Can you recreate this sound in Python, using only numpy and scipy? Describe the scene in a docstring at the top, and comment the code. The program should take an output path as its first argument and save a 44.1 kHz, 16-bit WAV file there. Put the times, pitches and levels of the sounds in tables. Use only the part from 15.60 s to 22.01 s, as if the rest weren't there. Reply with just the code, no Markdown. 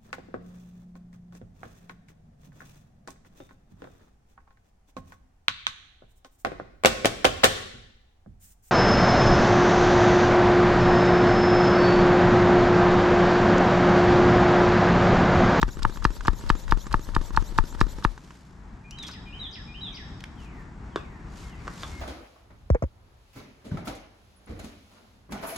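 """Floor pump on a concrete yard

Twelve fast strokes, close below a worn camera with two microphone ports: struck-body clacks, valve
snaps, knocks of the loose rod, filtered-noise rubbing and inlet air laced with thin whistles.
Then the pump is let go: resonant clicks and bumps, noise scuffs from the shoes, gliding-tone songbirds.
Walls and trees answer with scattered echoes, over a low outdoor rumble of coloured noise."""
import sys
import numpy as np
from scipy import signal
from scipy.fft import rfft, irfft
from scipy.io import wavfile

SR = 44100
rng = np.random.default_rng(int(sys.argv[2]) if len(sys.argv) > 2 else 0)


def store_pcm(level_fs):
    """Save levels as 16-bit WAV."""
    pcm = np.round(np.clip(level_fs, -1, 1) * 32767).astype(np.int16)
    wavfile.write(sys.argv[1], SR, np.atleast_2d(pcm).T)


N = 282681
T = np.arange(N) / SR  # s

# piston hits bottom: start_s, level_db, crack_db and thud_db (both relative), valve_lead_s
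STROKES = [(0.029, -5.5, 5.5, -0.5, 0.013), (0.2508, -5, -7, -6, 0.02), (0.4513, -4.5, 6, 0.5, 0.0083),
           (0.6816, -5, 3, 0, 0.01), (0.9012, -5, 7.5, 0.5, 0.0078), (1.1223, -4.5, -1, -2.5, 0.011),
           (1.3420, -5, -5.5, -3, 0.015), (1.5644, -7.5, -5, 0, .0144), (1.7741, -3, -8, -10, .0096),
           (1.9864, -3, -1, -5, 0.0066), (2.2124, -6.5, 8, 3.5, .0067), (2.4495, -5, 1.5, -0.5, 0.0073)]
# rod knocks, mostly as the handle turns at the top: start_s, level_db, low_db (relative)
ROD_KNOCKS = [(.088, -26, -3), (.170, -33.5, 7), (.372, -27.5, -2.5), (.608, -26, -12), (.657, -35, -16),
              (.838, -34, 5.5), (.863, -31.5, -14), (1.080, -27, -16), (1.267, -24.5, -3), (1.489, -33, 4),
              (1.537, -39, -8), (1.706, -32.5, 3.5), (1.922, -38.5, 8.5), (2.149, -33.5, 6),
              (2.384, -31.5, 3), (2.577, -34.5, -10), (2.706, -35, -7)]
# hands and shoes bump the pump: start_s, level_db, thump_db and ring_db (both relative)
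BUMPS = [(5.3594, -20.5, 2, -8.5), (6.071, -37, 1, -23), (6.0789, -26, -9, -39), (6.2333, -25.5, -14, -2)]
# small plastic clicks as the handle is touched: start_s, level_db, centre_hz, t60_s
CLICKS = [(3.309, -34.5, 5500, 0.026), (3.428, -37, 5500, 0.08), (3.434, -36, 2180, 0.094),
          (3.467, -38.5, 5500, 0.055), (3.481, -34, 4560, 0.036), (3.486, -34.5, 1300, 0.1),
          (4.606, -37.5, 3050, 0.018), (4.6393, -28.5, 2220, 0.016)]
# spectra of a blow on the barrel, the foot and the small fittings: freq_hz, level_db (relative)
BARREL = [(450, -37), (700, -10.5), (900, 3), (1200, 5.5), (1500, 2), (1750, 1), (2150, -15.5), (2900, -18),
          (4500, -36.5), (9000, -63)]
FOOT = [(30, -14.5), (110, 4), (210, -1), (350, -2.5), (480, -11), (650, -26), (2000, -54)]
FITTINGS = [(900, -32), (2000, 6), (2800, 9.5), (4600, 4), (7000, -5.5), (9000, -25), (12000, -25),
            (15000, -37)]
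# spectrum of the valve snap and of the air through it: freq_hz, level_db (relative)
VALVE_TONE = [(1500, -7), (3000, -6.5), (3700, 1), (5500, -2.5), (6500, -13.5), (7600, -8.5), (9500, -22),
              (12000, -19), (15000, -48)]
# air inlet resonances: freq_hz, width_hz (doubled in each of two passes), level_db (relative)
INLET = [(3050, 140, -18), (3670, 110, 6), (4940, 110, -10), (5760, 260, 11), (7200, 150, -1),
         (7000, 380, 9.5), (11900, 800, 8)]
# spectrum of the seal rubbing along the barrel: freq_hz, level_db (relative)
SEAL_RUB = [(120, -34), (200, -7), (282, -20), (591, -14), (761, -28.5), (929, -11), (1070, -24.5),
            (1570, -26), (2550, -30.5), (3600, -26), (5070, -28.5), (6770, -32), (9550, -38),
            (11900, -39.5), (15000, -60)]
# a near songbird's phrase, one row a note:
# start_s (from its loudest note), length_s, start_hz, middle_hz, end_hz, level_db (relative)
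PHRASE = [(-.138, 0.1, 2410, 2440, 2505, -18.5), (-.068, .055, 2514, 3080, 2900, -12),
          (0, .092, 3950, 3662, 3040, -4.5), (.12, .02, 6700, 5500, 4450, -22),
          (.137, .022, 4600, 5080, 5400, -10), (.154, .02, 4315, 3095, 2060, -11),
          (.17, 0.051, 2150, 1846, 1610, -16)]
# when the phrase is sung: loudest_note_s, level_db
PHRASE_TIMES = [(3.373, -36.5), (3.79, -33), (4.206, -33)]
# a farther bird's falling whistle: start_s, length_s, start_hz, middle_hz, end_hz, level_db (relative)
FALLING_WHISTLE = [(0.0026, .35, 3650, 2140, 1610, -7.5)]
# when it falls: start_s, level_db
FALLING_TIMES = [(3.621, -53.5), (4.18, -50), (4.741, -52), (5.295, -52.5), (5.85, -53.5)]
# a short far peep, up and partly down: start_s, length_s, start_hz, middle_hz, end_hz, level_db (relative)
PEEP = [(0.0015, 0.067, 2100, 4700, 3460, -5)]
# when it peeps: start_s, level_db
PEEP_TIMES = [(5.66, -65), (5.95, -62), (6.165, -54)]
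# a low far whistle, sinking a little: start_s, length_s, start_hz, middle_hz, end_hz, level_db (relative)
LOW_WHISTLE = [(0.0029, 0.21, 2160, 2100, 1880, 0.5)]
# when it whistles: start_s, level_db
LOW_WHISTLE_TIMES = [(5.78, -60), (6.3, -53.5)]
# spectrum of soles on concrete: freq_hz, level_db (relative)
SOLE = [(500, 2), (1200, -1.5), (3800, -4), (7000, -5.5), (9000, -14.5), (12000, -18), (14500, -39)]
# shoe soles drag over concrete: loudest_s, rise_s, fall_s, level_db
SCUFFS = [(2.68, 0.23, 0.21, -62), (4.83, .05, 0.034, -62), (5.82, 0.091, 0.081, -52),
          (6.26, 0.18, 0.094, -49), (6.4, .05, .06, -55.5)]
# spectrum of the open yard before its final shaping: freq_hz, level_db (relative)
YARD = [(15, -48), (25, -5), (54, -0.5), (104, -9), (177, -9.5), (286, -16.5), (344, -21), (403, -22.5),
        (539, -33), (824, -25.5), (1510, -30), (1820, -31), (3100, -44), (7610, -46), (14000, -82)]
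# how wide the yard stands, before the same shaping: freq_hz, side_minus_mid_db
YARD_SIDE = [(60, -24), (110, -19), (200, -14.5), (370, -9.5), (690, -4), (1270, -6), (2340, -2),
             (4310, -7), (7940, -15), (14600, -14)]
# course of the yard's level, before a common lift: time_s, level_db
YARD_LEVEL = [(2.5, -47.5), (2.85, -51.5), (3.1, -46), (3.6, -45.5), (4.4, -44), (5.3, -43), (6.4, -43)]
# spectrum of a knock on the plastic handle: freq_hz, level_db (relative)
HANDLE = [(90, -18), (200, -45), (600, -2.5), (800, -5.5), (1150, 4.5), (1650, 1), (2100, -11), (3600, -19),
          (5200, -18.5), (8000, -28), (13000, -58)]
# ringing modes of the rod: freq_hz, level_db (relative), t60_s
ROD_MODES = [(3430, -4, 0.13), (3630, 9, 0.02), (4727, -15, .05)]
# how far the left microphone port lags the right: freq_hz, lag_rad
PORTS = [(100, .1), (350, .5), (690, .9), (1000, .6), (1400, .9), (2100, 1.4), (2900, .2), (4300, .6),
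         (6400, .4), (8000, .1)]

TOP_HZ = 14300  # upper edge of the camera's passband
# the firmer the thud, the stronger the piston rebounds
REBOUND_DB, REBOUND_PER_THUD_DB = -10.5, 1.3
VALVE_DB = -22.5
ROD_BRIGHT_DB = 7.5
# the pull lifts the foot with a dull knock, at this share of the time to the next clack
LIFT_SHARE, LIFT_DB, LIFT_LOW_DB, LIFT_BRIGHT_DB = .23, -34, 8, 12
# the rod chatters on the way down: window before the clack (s), then level and colour
CHATTER_FROM_S, CHATTER_TO_S = 0.033, .014
CHATTER_DB, CHATTER_LOW_DB, CHATTER_BRIGHT_DB = -32.5, -11.5, 7
# it also ticks anywhere in the stroke; the scatter is for chatter and ticks alike
TICK_DB, TICK_LOW_DB, TICK_BRIGHT_DB, SCATTER_DB = -42.5, -2, 6, 5
# the glove crackles as it closes on the handle, up to the spread before or after
GRIP_S, GRIP_SPREAD_S, GRIP_DB = 3.47, .09, -40.5
GRIP_LOW_HZ, GRIP_HIGH_HZ, GRIP_T60_S = 2500, 7000, 0.042
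FLOOR_HISS_DB = -72  # a faint hiss stays under the scuffs throughout
RUSH_S, RUSH_DB = 0.0037, -46  # air through the valve around the moment it shuts
# every note swells and dies away over these shares of its length
NOTE_ATTACK, NOTE_RELEASE = 0.13, 0.23


def undb(db):
    """Decibels to gain."""
    return 10 ** (np.asarray(db) / 20)


def unit(x):
    """Scale to rms 1."""
    return x / np.sqrt(np.mean(x ** 2))


def crest(x):
    """Scale to peak 1."""
    return x / np.abs(x).max()


def gains(points, size):
    """A (Hz, dB) spectrum as a gain for every frequency bin, interpolated over log frequency."""
    hz, db = np.transpose(points)
    bins_hz = np.fft.rfftfreq(size, 1 / SR)
    return undb(np.interp(np.log(bins_hz + 1), np.log(hz), db))


def colour(x, points):
    """Filter a sound by a (Hz, dB) spectrum without shifting phase."""
    size = x.shape[-1]
    return irfft(rfft(x) * gains(points, size), size)


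def noise(points, size=N):
    """Coloured noise of rms 1."""
    return unit(colour(rng.standard_normal(size), points))


def wide(points, side_db):
    """Coloured noise at two microphones: a shared part, and an unrelated part opposed left to right."""
    return noise(points) + undb(side_db) * noise(points) * np.array([[1], [-1]])


def blow(points, size=4096):
    """Causal, minimum-phase response of a heavily damped body to one blow, at peak 1."""
    cepstrum = irfft(np.log(gains(points, size)))
    # folding the cepstrum puts all the energy after the blow
    cepstrum[1:size // 2] *= 2
    cepstrum[size // 2 + 1:] = 0
    return crest(irfft(np.exp(rfft(cepstrum))))


def fade(t60, size=4096):
    """Exponential decay by 60 dB in t60 seconds."""
    return np.exp(-np.log(1000) * T[:size] / t60)


def crack(points, t60, size=4096):
    """A short burst of many small contacts: noise that builds up in about a millisecond, then decays."""
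    return noise(points, size) * fade(t60, size) * (1 - fade(0.0043, size)) * 0.85


def resonance(x, hz, width_hz):
    """Two-pole band-pass."""
    return signal.lfilter(*signal.iirpeak(hz, hz / width_hz, fs=SR), x)


def pan(x, db):
    """Place a sound by its left minus right level."""
    return x * undb(np.array([[db], [-db]]) / 2)


def add(track, s, x):
    """Mix x into the track at time s."""
    i = max(int(s * SR), 0)
    track[i:i + len(x)] += x[:max(N - i, 0)]


def echoes(x, t60, gap_s, size=SR):
    """Scattered reflections from walls and trees: decaying spiky noise, different on each side."""
    # cubing leaves a few strong reflections among many weak ones
    tail = rng.standard_normal((2, size)) ** 3 * fade(t60, size) * (T[:size] > gap_s)
    tail = tail / np.sqrt(np.sum(tail ** 2) / 2)
    return signal.fftconvolve(x[None], tail, axes=1)[:, :N]


def ports(x):
    """One sound as the two microphone ports receive it, split by a phase lag for each frequency."""
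    hz, lag = np.transpose(PORTS)
    lag = np.interp(np.fft.rfftfreq(N, 1 / SR), hz, lag)
    turn = np.exp(.5j * lag * np.array([[-1], [1]]))
    return irfft(rfft(x) * turn, N)


def cycles():
    """Start and end time of every full up-and-down stroke, from clack to clack."""
    return [(this[0], following[0]) for this, following in zip(STROKES, STROKES[1:])]


def each_stroke(delay_s, length_s):
    """A smooth swell that follows every clack but the last."""
    return sum(np.exp(-((T - row[0] - delay_s) / length_s) ** 2) for row in STROKES[:-1])


def knocks(rows, t60):
    """Lighter blows on the same barrel, foot and fittings, each a damped response plus noise bursts."""
    out, ring = np.zeros(N), blow(BARREL)
    low = crest(resonance(blow(FOOT), hz=318, width_hz=710))
    for s, db, low_db, bright_db in rows:
        body = undb(-5.0) * ring + undb(0.5) * crack(BARREL, t60)
        tick = undb(bright_db - 19.5) * crack(FITTINGS, t60)
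        add(out, s, undb(db) * (body + undb(low_db) * low + tick))
    return colour(out, [(4500, -1.5), (8000, 14), (12000, -11)])


def yard():
    """Distant traffic and light air all around: wide coloured noise whose level slowly wavers."""
    mid, side = noise(YARD), colour(noise(YARD), YARD_SIDE)
    waver = undb(1 * noise([(6, 9), (25, -78.0)]))
    level_db = np.interp(T, *np.transpose(YARD_LEVEL))
    air = mid + side * np.array([[1], [-1]])
    air = colour(air, [(25, -3), (45, 0.5), (900, 2.5), (12000, -5.0)])
    return pan(air * waver * undb(level_db + 1.5), db=2.0)


def scuffs():
    """Grit rolls under the soles: rough noise, each drag swelling and dying away over a faint hiss."""
    grit = undb(2 * noise([(100, 5), (500, -38.0)]))
    drag = sum(undb(db) * np.exp(-((T - s) / np.where(T < s, rise, fall)) ** 2)
               for s, rise, fall, db in SCUFFS)
    return wide(SOLE, side_db=-7.0) * grit * (drag + undb(FLOOR_HISS_DB))


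def sliding():
    """The seal rubs unevenly along the barrel while the pump is worked; air rushes as the valve shuts."""
    working = np.interp(T, [0, 2.45, 2.62], [1, 1, 0])
    grip = undb(2.5 * noise([(30, 0), (120, -50)]))
    rub = undb(-52.0) * wide(SEAL_RUB, side_db=-5.0) * working * grip
    rush = sum(np.exp(-((T - s + lead_s) / RUSH_S) ** 2) for s, *_, lead_s in STROKES)
    return rub + undb(RUSH_DB) * rush * wide(VALVE_TONE, side_db=4)


def valve():
    """A bright noise snap as the flow into the tyre stops, with a longer wisp of air behind it."""
    out = np.zeros(N)
    for s, *_, lead_s in STROKES:
        snap = crack(VALVE_TONE, t60=0.014)
        wisp = undb(-19) * crack(VALVE_TONE, t60=0.032)
        add(out, s - lead_s, undb(VALVE_DB) * (snap + wisp))
    return out


def clacks():
    """The piston strikes bottom and rebounds; the foot thuds on the concrete, the fittings crack."""
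    barrel, rest = np.zeros(N), np.zeros(N)
    ring, thud, rebound_s = blow(BARREL), blow(FOOT), .00165
    for s, db, crack_db, thud_db, _ in STROKES:
        # a harder contact also brightens the barrel
        hit = colour(ring, [(1250, 0.0088), (2000, 0.5 * crack_db)])[:len(ring) // 2]
        rebound_db = db + REBOUND_DB + REBOUND_PER_THUD_DB * thud_db
        add(barrel, s, undb(db) * hit)
        add(barrel, s + rebound_s, undb(rebound_db) * hit)
        add(rest, s + 0.0015, undb(db + thud_db - 6.0) * thud)
        add(rest, s + 0.00024, undb(db + crack_db - 18.5) * crack(FITTINGS, t60=0.014))
    # filtered forwards, then backwards: a narrow note swells into each clack and out of it
    note = resonance(barrel, hz=898, width_hz=77)
    note = resonance(note[::-1], hz=915, width_hz=91)[::-1]
    return barrel + undb(5.5) * note + rest


def jolts():
    """Each stroke shakes the camera (a decaying low sine) and fans air over its ports, mostly the left."""
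    sway = np.zeros(N)
    for row in STROKES:
        hz = 33 * (1 + 0.32 * rng.uniform(-0.83, 1))
        wobble = np.sin(2 * np.pi * hz * T[:8192]) * fade(t60=0.21, size=8192)
        add(sway, row[0] + 0.00624, undb(-19.5) * wobble)
    # unrelated noise at each port
    buffet = np.array([noise([(12, -10), (28, 13.5), (55, 4.5), (130, -11), (300, -33), (700, -73)])
                       for _ in range(2)])
    gusts = each_stroke(delay_s=0.017, length_s=0.038)
    gusts = gusts + undb(-10) * each_stroke(delay_s=0.16, length_s=0.048)
    return pan(sway, db=16.5) + pan(undb(-25) * buffet * gusts, db=8)


def chatter():
    """The loose rod chatters just before the clack that ends each cycle and ticks at random throughout."""
    rows = []
    for start, end in cycles():
        for s in rng.uniform(end - CHATTER_FROM_S, end - CHATTER_TO_S, size=2):
            db = CHATTER_DB + SCATTER_DB * rng.standard_normal()
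            rows.append((s, db, CHATTER_LOW_DB, CHATTER_BRIGHT_DB))
        for s in rng.uniform(start, end, size=4):
            db = TICK_DB + SCATTER_DB * rng.standard_normal()
            rows.append((s, db, TICK_LOW_DB, TICK_BRIGHT_DB))
    return knocks(rows, t60=0.019)


def whistles(low_hz, high_hz, rise_per_s, waver_hz, from_s, spread_s, db, count):
    """Thin, broken whistles on every upstroke: wavering tones that rise as the piston speeds up."""
    out, t = np.zeros(N), T[:SR // 20]
    for start, _ in cycles():
        for when, high, loud in rng.random((count, 3)):
            hz = (low_hz + (high_hz - low_hz) * high) * (1 + rise_per_s * t)
            hz = hz + waver_hz * noise([(400, 0), (1500, -36)], len(t))
            glide = np.hanning(len(t)) * np.sin(2 * np.pi * np.cumsum(hz) / SR)
            add(out, start + from_s + spread_s * when, undb(db + 5.3 * loud) * glide)
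    return out * undb(3 * noise([(100, 0), (300, -40)]))


def intake():
    """Air hisses through the inlet's resonances on the upstroke, with a weave of whistles in it."""
    air = rng.standard_normal((2, N))
    air = air[0] + undb(-4) * air[1] * np.array([[1], [-1]])
    hiss = unit(sum(undb(db) * resonance(resonance(air, hz, 2 * width), hz, 2 * width)
                    for hz, width, db in INLET))
    weave = whistles(low_hz=2680, high_hz=5740, rise_per_s=10, waver_hz=100,
                     from_s=.045, spread_s=.06, db=-60.5, count=7)
    shrill = whistles(low_hz=5700, high_hz=7300, rise_per_s=3.5, waver_hz=90,
                      from_s=.045, spread_s=0.076, db=-62.5, count=5)
    breath = undb(-55.5) * hiss * each_stroke(delay_s=0.1, length_s=0.028)
    return pan(breath + weave + shrill, db=2.0)


def rattles():
    """The foot knocks as the pull begins, and the rod in its guide, mostly as the handle turns at the top."""
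    lifts = [(start + LIFT_SHARE * (end - start), LIFT_DB, LIFT_LOW_DB, LIFT_BRIGHT_DB)
             for start, end in cycles()]
    turns = [(s, db, low_db, ROD_BRIGHT_DB) for s, db, low_db in ROD_KNOCKS]
    return knocks(lifts + turns, t60=0.022)


def song(notes, starts, rasp=0.):
    """Tones gliding through three pitches, a little unsteady; rasp roughens pitches above 4400 Hz."""
    out = np.zeros(N)
    for start, level_db in starts:
        for s, length, *pitches, db in notes:
            along = np.linspace(0, 1, int(length * SR))
            curve = np.polyfit([0, .5, 1], np.log(pitches), 2)
            pitch = np.exp(np.polyval(curve, along))
            unsteady = noise([(200, 0), (700, -40)], SR)[:len(along)]
            pitch *= 1 + (.006 + rasp * (pitch > 4400)) * unsteady
            swell = np.clip(np.minimum(along / NOTE_ATTACK, (1 - along) / NOTE_RELEASE), 0, 1)
            tone = np.sin(2 * np.pi * np.cumsum(pitch) / SR)
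            add(out, start + s, undb(level_db + db) * swell * tone)
    return out


def birds():
    """Birds in the trees, near and far; nearby walls double the near notes, and late echoes hang in the air."""
    near = song(PHRASE, PHRASE_TIMES, rasp=.03)
    far = song(FALLING_WHISTLE, FALLING_TIMES) + song(PEEP, PEEP_TIMES)
    far = far + song(LOW_WHISTLE, LOW_WHISTLE_TIMES)
    early = undb(-0.5) * echoes(near, t60=0.17, gap_s=0.0061)
    # the late echo is strongest around 5500 Hz and weaker above
    distant = colour(near, [(3000, 0.5), (4000, 1.5), (4800, 1.5), (5500, 8.5), (6400, -3)])
    late = undb(-4.5) * echoes(distant, t60=1.0, gap_s=0.028)
    late = late + undb(2.5) * echoes(far, t60=0.59, gap_s=0.0031)
    # the direct sound of the far birds flutters in level
    flutter = undb(3 * noise([(15, 0), (60, -40)]))
    return ports(near + undb(0.5) * far * flutter) + early + late


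def clicks():
    """Tiny gritty contacts, each with one broad resonance; a flurry of them as the glove takes hold."""
    out = np.zeros(N)
    grip = []
    for when, high in rng.random(size=(8, 2)):
        s = GRIP_S + GRIP_SPREAD_S * (2 * when - 1)
        hz = GRIP_LOW_HZ * (GRIP_HIGH_HZ / GRIP_LOW_HZ) ** high
        grip.append((s, GRIP_DB, hz, GRIP_T60_S))
    for s, db, hz, t60 in CLICKS + grip:
        grit = rng.laplace(size=4096) * fade(t60)
        add(out, s, undb(db) * crest(resonance(grit, hz, hz / 2)))
    return colour(out, [(6000, 2.5), (9000, -5.5), (13000, -7)])


def bumps():
    """A hollow resonant thump from the foot, a plastic knock and a short ring of sines from the rod."""
    out, t = np.zeros(N), T[:8192]
    impulse = np.eye(1, len(t))[0]
    thump = resonance(impulse, hz=368.5, width_hz=210)
    thump = crest(resonance(thump, hz=370, width_hz=210))
    ring = crest(sum(undb(db) * np.sin(2 * np.pi * hz * t) * fade(t60, len(t))
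                     for hz, db, t60 in ROD_MODES))
    for s, db, thump_db, ring_db in BUMPS:
        knock = undb(2.5) * blow(HANDLE) + undb(-3.5) * crack(HANDLE, t60=0.029)
        add(out, s, undb(db) * knock)
        # loose parts go on buzzing for a moment
        add(out, s, undb(db - 15.5) * crack(HANDLE, t60=0.18, size=8192))
        add(out, s + 0.0004, undb(db) * (undb(thump_db) * thump + undb(ring_db) * ring))
    return out


def scene():
    """The pump close below the camera, with its echoes and the yard around it."""
    pump = clacks() + valve() + rattles() + chatter()
    handling = bumps() + clicks()
    walls = undb(-23.0) * echoes(pump, t60=0.16, gap_s=0.0049)
    walls = walls + undb(-9.5) * echoes(handling, t60=0.41, gap_s=0.011)
    close = ports(pump + handling) + intake() + sliding() + jolts()
    return close + walls + birds() + scuffs() + yard()


def record(dry):
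    """The camera cuts the top with a steep elliptic low-pass."""
    return signal.sosfilt(signal.ellip(8, .2, 70, TOP_HZ, fs=SR, output="sos"), dry)


dry = scene()
out = record(dry)
store_pcm(out)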